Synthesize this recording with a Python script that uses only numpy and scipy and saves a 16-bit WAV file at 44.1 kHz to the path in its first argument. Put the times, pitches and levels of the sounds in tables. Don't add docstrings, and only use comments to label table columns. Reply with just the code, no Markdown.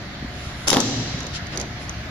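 import sys
import numpy as np
from scipy import signal
from scipy.fft import irfft
from scipy.io import wavfile
from scipy.ndimage import uniform_filter1d

SR = 44100
rng = np.random.default_rng(int(sys.argv[2]) if len(sys.argv) > 2 else 0)


def store_wav(level_fs):
    pcm = np.round(np.clip(np.atleast_2d(level_fs), -1, 1) * 32767)
    wavfile.write(sys.argv[1], SR, pcm.T.astype(np.int16))


N = 92610

# pitch_hz, level_db
FAN_TONE = [(20, -20), (30, -8), (46, -17.5), (66, 1), (95, -5), (128, -3), (190, -7.5), (350, -13.5),
            (480, -21.5), (610, -13.5), (730, -18), (950, -20.5), (1200, -17.5), (2100, -15), (2500, -21),
            (4200, -21), (6900, -33.5), (10000, -41.5), (15000, -28.5)]
# pitch_hz, pan_db
FAN_PAN = [(60, 1.5), (250, 0.5), (600, 1.5), (1650, -2.5), (5000, -0.5), (15000, 0.5)]
# pitch_hz, level_db
MOTOR_HUM = [(61, -43.5), (120, -47), (600, -63), (718, -50.5)]
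# pitch_hz, fade_s
HALL_FADES = [(100, 1.93), (300, 1.07), (800, 1.33), (2000, 1.65), (4000, 1.46), (7000, 0.97),
              (14000, 0.51)]
# pitch_hz, level_db
HALL_TONE = [(60, -6), (120, 2), (230, -2), (450, -4), (1000, -10.5), (2600, -1), (3400, -7.5), (3950, 0.5),
             (4800, -1), (7000, -5), (10000, -10.5), (15000, -4)]
# start_s, level_db, pitch_hz, fade_s
BUMPS = [(0.226, -25, 208, 0.019), (0.245, -23.5, 235, 0.028), (.468, -25, 86, 0.046),
         (1.144, -22, 154.3, 0.029), (1.431, -29, 98, 0.058), (1.589, -38, 178, 0.0087)]
# middle_s, half_length_s, level_db, pitch_hz, width_octaves
SCUFFS = [(0.453, 0.12, -41.5, 4940, 1), (0.638, 0.082, -39.5, 4500, 2.7), (1.245, 0.042, -39, 450, 0.94),
          (1.359, 0.023, -28, 3920, 0.69), (1.384, 0.049, -38.5, 1505, 0.29),
          (1.541, 0.032, -34, 2250, 1.03), (1.599, 0.07, -33, 328, 1.12), (1.608, 0.021, -33.5, 4500, 0.71),
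          (1.831, 0.03, -41.5, 5400, 0.93), (1.897, 0.032, -38.5, 392, 2.3)]
# start_s, level_db, pan_db
TICKS = [(0.8075, -19, 3), (0.8116, -15.5, 6), (1.189, -38.5, 3), (1.205, -29.5, -5), (1.23, -37, -10),
         (1.267, -29.5, -7), (1.469, -37, -1), (1.559, -34.5, 7), (1.5741, -21, -10), (1.5991, -28, -12),
         (1.6025, -43, -11), (1.6131, -26, -7), (1.8949, -27.5, 0.5)]
# pitch_hz, level_db
TICK_TONE = [(200, -26), (2000, -36), (4900, -6.5), (5800, 4), (6600, 8.5), (8500, -28), (15000, -8)]
# pitch_hz, level_db
SNAP_TONE = [(300, -10), (3000, 1), (7000, 4), (15000, 1)]
# pitch_hz, level_db
RATTLE_TONE = [(300, -29), (2100, -14), (3000, 0), (4300, 7), (6500, 15), (10000, -16), (15000, -16)]
# start_s, level_db, fade_s, pan_db
LATCH_STRIKES = [(0.6713, -23, 0.04, -2), (0.6763, -14, 0.056, -12.5), (0.6822, -13, 0.016, 16),
                 (0.689, -16, 0.036, 16), (0.6944, -16.5, 0.021, -15), (0.702, -8, 0.011, 8),
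                 (0.7041, -11.5, 0.01, 21), (0.7124, -17, 0.033, -20), (0.7289, -12, 0.019, 11),
                 (0.7351, -16, 0.024, -10), (0.8026, -9, 0.0099, 10.5), (0.8049, -11, 0.0024, 6)]
# pitch_hz, level_db
LATCH_TONE = [(100, -8.5), (400, -7.5), (2100, -7.5), (3100, 0.5), (3900, -4.5), (4900, -3), (5700, 3.5),
              (7200, 5.5), (10000, -1.5), (15000, -5.5)]
# start_s, thud_db, crack_db
PANEL_KNOCKS = [(0.672, -20.5, -38), (0.6787, -19.5, -22.5), (0.6938, -23, -14), (0.7151, -10, -17.5),
                (0.717, -26, -14), (0.7295, -8, -7), (0.7314, -10.5, -11), (0.735, -13.5, -14.5),
                (0.7401, -15.5, -8.5), (0.7467, -14, -10.5), (.7515, -14, -30), (0.7616, -7, -19),
                (0.769, -2.5, -8), (0.7731, -14, -25), (.785, -11.5, -21), (.7935, -13, -35),
                (.803, -21.5, -16)]
# pitch_hz, level_db
THUD_TONE = [(40, -17), (100, -2), (230, 6), (420, 1), (800, -2), (1300, -6), (2200, -12), (4000, -29),
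             (8000, -26), (15000, -12.5)]
# pitch_hz, fade_s
THUD_FADES = [(100, 0.11), (300, 0.097), (800, 0.17), (2000, 0.044), (8000, 0.044)]
# pitch_hz, level_db
CRACK_TONE = [(100, -12), (700, 1), (1500, -0.5), (2300, -10), (3200, 1), (6000, -6), (10000, -9.5),
              (15000, -11)]
# pitch_hz, level_db, fade_s
PANEL_RING = [(117.8, 1, 0.43), (162.5, -7, 0.79), (210, -1.5, 0.52), (265.5, 1, 0.24), (327.5, -3, 0.45),
              (395, -7, 0.14), (538, 4, 0.065), (568, -2.5, 0.3), (745, -3, 0.098), (913, -6, 0.2),
              (1310, -2, 0.24)]
# pitch_hz, level_db, fade_s
FRAME_RING = [(2617, -12.5, 0.39), (3195, 3.5, 0.031), (3526, -4, 0.12), (3740, 2, 0.25), (3945, -16, 1),
              (3916, -15, 0.95), (4450, 1, 0.13), (4880, -13, 0.11), (7068, -2, 0.085)]
# pitch_hz, likeness
STEREO_LIKENESS = [(60, 0.99), (130, 0.99), (290, 0.93), (640, 0.8), (1410, 0.24), (3100, -0.035),
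                   (6820, -0.23), (15000, 0.12)]
# pitch_hz, level_db
RIGHT_MIC_TONE = [(1500, 0), (5000, 0), (7200, -2), (9500, 0.5), (14000, 4.5)]
# pitch_hz, level_db
MIC_TONE = [(1000, -0.5), (7500, -2), (7950, -30), (8350, -10), (8800, -20.5), (9500, -4), (10300, -2.5),
            (11100, -11), (11750, -23), (12300, -21), (13300, -12.5), (15000, -28)]


def amp(db):
    return 10 ** (np.asarray(db) / 20)


def value_at(table, hz):
    pitches, values = np.transpose(table)
    return np.interp(np.log(hz + 1), np.log(pitches + 1), values)


def unit_level(x):
    return x / np.sqrt(np.mean(x ** 2) + 1e-20)


def unit_hit(x):
    return unit_level(x) * np.sqrt(.005 * SR / x.shape[-1])


def fade(t, fade_s):
    return np.exp(-np.log(1000) * t / fade_s)


def add(mix, start_s, sound):
    part = mix[:, round(start_s * SR):][:, :sound.shape[-1]]
    part += sound[..., :part.shape[1]]


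def pan(db):
    return amp([[db / 2], [-db / 2]])


def colour(x, tone):
    log_gain = np.log(amp(value_at(tone, abs(np.fft.fftfreq(8192, 1 / SR)))))
    response = np.exp(np.conj(signal.hilbert(log_gain)))
    taps = np.fft.ifft(response).real[:4096]
    return signal.fftconvolve(x, taps[None], axes=1)[:, :x.shape[1]]


def from_left(x, delay_s):
    late = np.interp(np.arange(N) - delay_s * SR, np.arange(N), x[1])
    return np.array([x[0], colour(late[None], RIGHT_MIC_TONE)[0]])


def scattered_noise(size):
    hz = np.fft.rfftfreq(size, 1 / SR)
    left, other = np.exp(2j * np.pi * rng.random((2, len(hz))))
    likeness = value_at(STEREO_LIKENESS, hz)
    right = likeness * left + np.sqrt(1 - likeness ** 2) * other
    return hz, np.array([left, right])


def fading_noise(fades, size):
    hz, spectra = scattered_noise(size)
    t = np.arange(size) / SR
    pitches, fade_times = np.transpose(fades)
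    out = np.zeros((2, size))
    for only_this_row, fade_s in zip(np.eye(len(fades)), fade_times):
        band = value_at(list(zip(pitches, only_this_row)), hz)
        out += irfft(spectra * band, size) * fade(t, fade_s)
    return out


def ring(tones):
    t = np.arange(SR) / SR
    waves = (amp(db) * np.sin(2 * np.pi * hz * t) * fade(t, fade_s) for hz, db, fade_s in tones)
    return unit_hit(sum(waves))


def clack(tone, fade_s, direct_share=0.65):
    direct = fading_noise([(1000, fade_s)], size=4096)[:1]
    scattered = fading_noise([(1000, fade_s)], size=4096)
    burst = np.sqrt(direct_share) * direct + np.sqrt(1 - direct_share) * scattered
    return unit_hit(colour(burst, tone))


def ventilation(level_db=-32, rise_db_per_s=0.5, flicker_db=1.5, wander_hz=4.36):
    hz, spectra = scattered_noise(N)
    rush = irfft(spectra * amp(value_at(FAN_TONE, hz)) * pan(value_at(FAN_PAN, hz))[:, 0], N)
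    band_hz, _, bands = signal.stft(rush, fs=SR, nperseg=1024)
    patches = uniform_filter1d(rng.standard_normal(bands.shape[1:]), size=12, axis=0)
    patches = unit_level(uniform_filter1d(patches, size=8, axis=1))
    depth_db = flicker_db * np.minimum(band_hz / 303, 1)[:, None]
    air = signal.istft(bands * amp(depth_db * patches), nperseg=1024)[1][:, :N]
    from_middle_s = (np.arange(N) - N / 2) / SR
    out = amp(level_db + rise_db_per_s * from_middle_s) * unit_level(air)
    for pitch_hz, db in MOTOR_HUM:
        wander = wander_hz * unit_level(uniform_filter1d(rng.standard_normal(N), size=3000))
        out += amp(db) * unit_level(np.sin(2 * np.pi * np.cumsum(pitch_hz + wander) / SR))
    return out


def hall_echo(x, bass_below_hz=494, bass_build_s=0.023, treble_build_s=0.013):
    tail = fading_noise(HALL_FADES, size=65536)
    t = np.arange(tail.shape[1]) / SR
    bass = signal.sosfiltfilt(signal.butter(2, bass_below_hz, fs=SR, output="sos"), tail)
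    treble = tail - bass
    tail = bass * (1 - np.exp(-t / bass_build_s)) + treble * (1 - np.exp(-t / treble_build_s))
    tail = colour(tail / np.linalg.norm(tail[0]), HALL_TONE)
    return signal.fftconvolve(x[:1], tail, axes=1)[:, :N]


def handling(bump_rise_s=0.0028):
    out, t = np.zeros((2, N)), np.arange(N) / SR
    rise = 1 - np.exp(-t / bump_rise_s)
    for start_s, db, hz, fade_s in BUMPS:
        bump = np.sin(2 * np.pi * hz * t) * rise * fade(t, fade_s)
        add(out, start_s, amp(db) * unit_hit(bump))
    for middle_s, half_length_s, db, pitch_hz, width_octaves in SCUFFS:
        hz, spectra = scattered_noise(N)
        band = np.exp(-.5 * (np.log2((hz + 1) / pitch_hz) / width_octaves) ** 2)
        swell = np.exp(-((t - middle_s) / half_length_s) ** 2)
        out += amp(db) * unit_level(irfft(spectra * band, N)) * swell
    return out


def metal_ticks(snap_db=-7.5, clink_db=-5.5, clink_hz=6310, clink_fade_s=0.005):
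    out = np.zeros((2, N))
    clink = amp(clink_db) * ring([(clink_hz, 0, clink_fade_s)])
    for start_s, db, pan_db in TICKS:
        touch = clack(TICK_TONE, fade_s=0.016) + amp(snap_db) * clack(SNAP_TONE, fade_s=0.0024)
        add(out, start_s, amp(db) * pan(pan_db) * (touch + clink[:touch.shape[1]]))
    return from_left(out, delay_s=0.0002185)


def latch_rattle(start_s=0.674, end_s=0.75, contacts_per_s=830, level_db=-20, spread_db=5):
    t = np.arange(N) / SR
    closing = (t > start_s) & (t < end_s)
    contacts = closing * (rng.random((2, N)) < contacts_per_s / SR)
    strengths = amp(spread_db * rng.standard_normal((2, N)))
    chatter = signal.fftconvolve(contacts * strengths, clack(RATTLE_TONE, fade_s=0.018), axes=1)
    return amp(level_db) * unit_level(chatter[:, :N]) * np.sqrt(closing.mean())


def latch_strikes(frame_ring):
    out = np.zeros((2, N))
    for start_s, db, fade_s, pan_db in LATCH_STRIKES:
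        add(out, start_s, amp(db) * pan(pan_db) * clack(LATCH_TONE, fade_s))
        add(out, start_s, amp(db) * frame_ring)
    return from_left(out, delay_s=0.0002185)


def panel_knocks(frame_ring, push_db=-8, ring_db=-12):
    out = np.zeros((2, N))
    push = amp(push_db) * unit_hit(colour(signal.unit_impulse(SR)[None], THUD_TONE))
    panel_ring = amp(ring_db) * ring(PANEL_RING)
    for start_s, thud_db, crack_db in PANEL_KNOCKS:
        thud = unit_hit(colour(fading_noise(THUD_FADES, size=8192), THUD_TONE))
        add(out, start_s, amp(thud_db) * thud)
        add(out, start_s, amp(thud_db) * (push + panel_ring))
        add(out, start_s, amp(crack_db) * clack(CRACK_TONE, fade_s=0.013))
        add(out, start_s, amp(crack_db) * frame_ring)
    return pan(db=1) * from_left(out, delay_s=0.00007)


def door_bang(frame_db=-10.5):
    frame_ring = amp(frame_db) * ring(FRAME_RING)
    return latch_strikes(frame_ring) + panel_knocks(frame_ring) + latch_rattle()


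def scene(door_echo_db=-4.5, tick_echo_db=-8):
    bang, ticks = door_bang(), metal_ticks()
    echo = hall_echo(amp(door_echo_db) * bang + amp(tick_echo_db) * ticks)
    return bang + ticks + echo + pan(db=1) * handling() + ventilation()


def record(dry, threshold_db=-22, squeeze=0.49, recover_db_per_s=45, attack_s=0.0044, top_hz=15600):
    x = colour(dry, MIC_TONE)
    keep = np.exp(-1 / (attack_s * SR))
    smoother = [1 - keep], [1, -keep]
    power_db = 10 * np.log10(signal.lfilter(*smoother, (x ** 2).mean(0)) + 1e-12)
    fall_db = np.arange(N) / SR * recover_db_per_s
    held_db = np.maximum.accumulate(power_db + fall_db) - fall_db
    cut_db = squeeze * signal.lfilter(*smoother, np.maximum(held_db - threshold_db, 0))
    x = np.clip(x / amp(cut_db), -1, 1)
    treble_cut = signal.firwin(255, top_hz, window=("kaiser", 9), fs=SR)
    return signal.oaconvolve(x, treble_cut[None], "same")


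dry = scene()
out = record(dry)
store_wav(out)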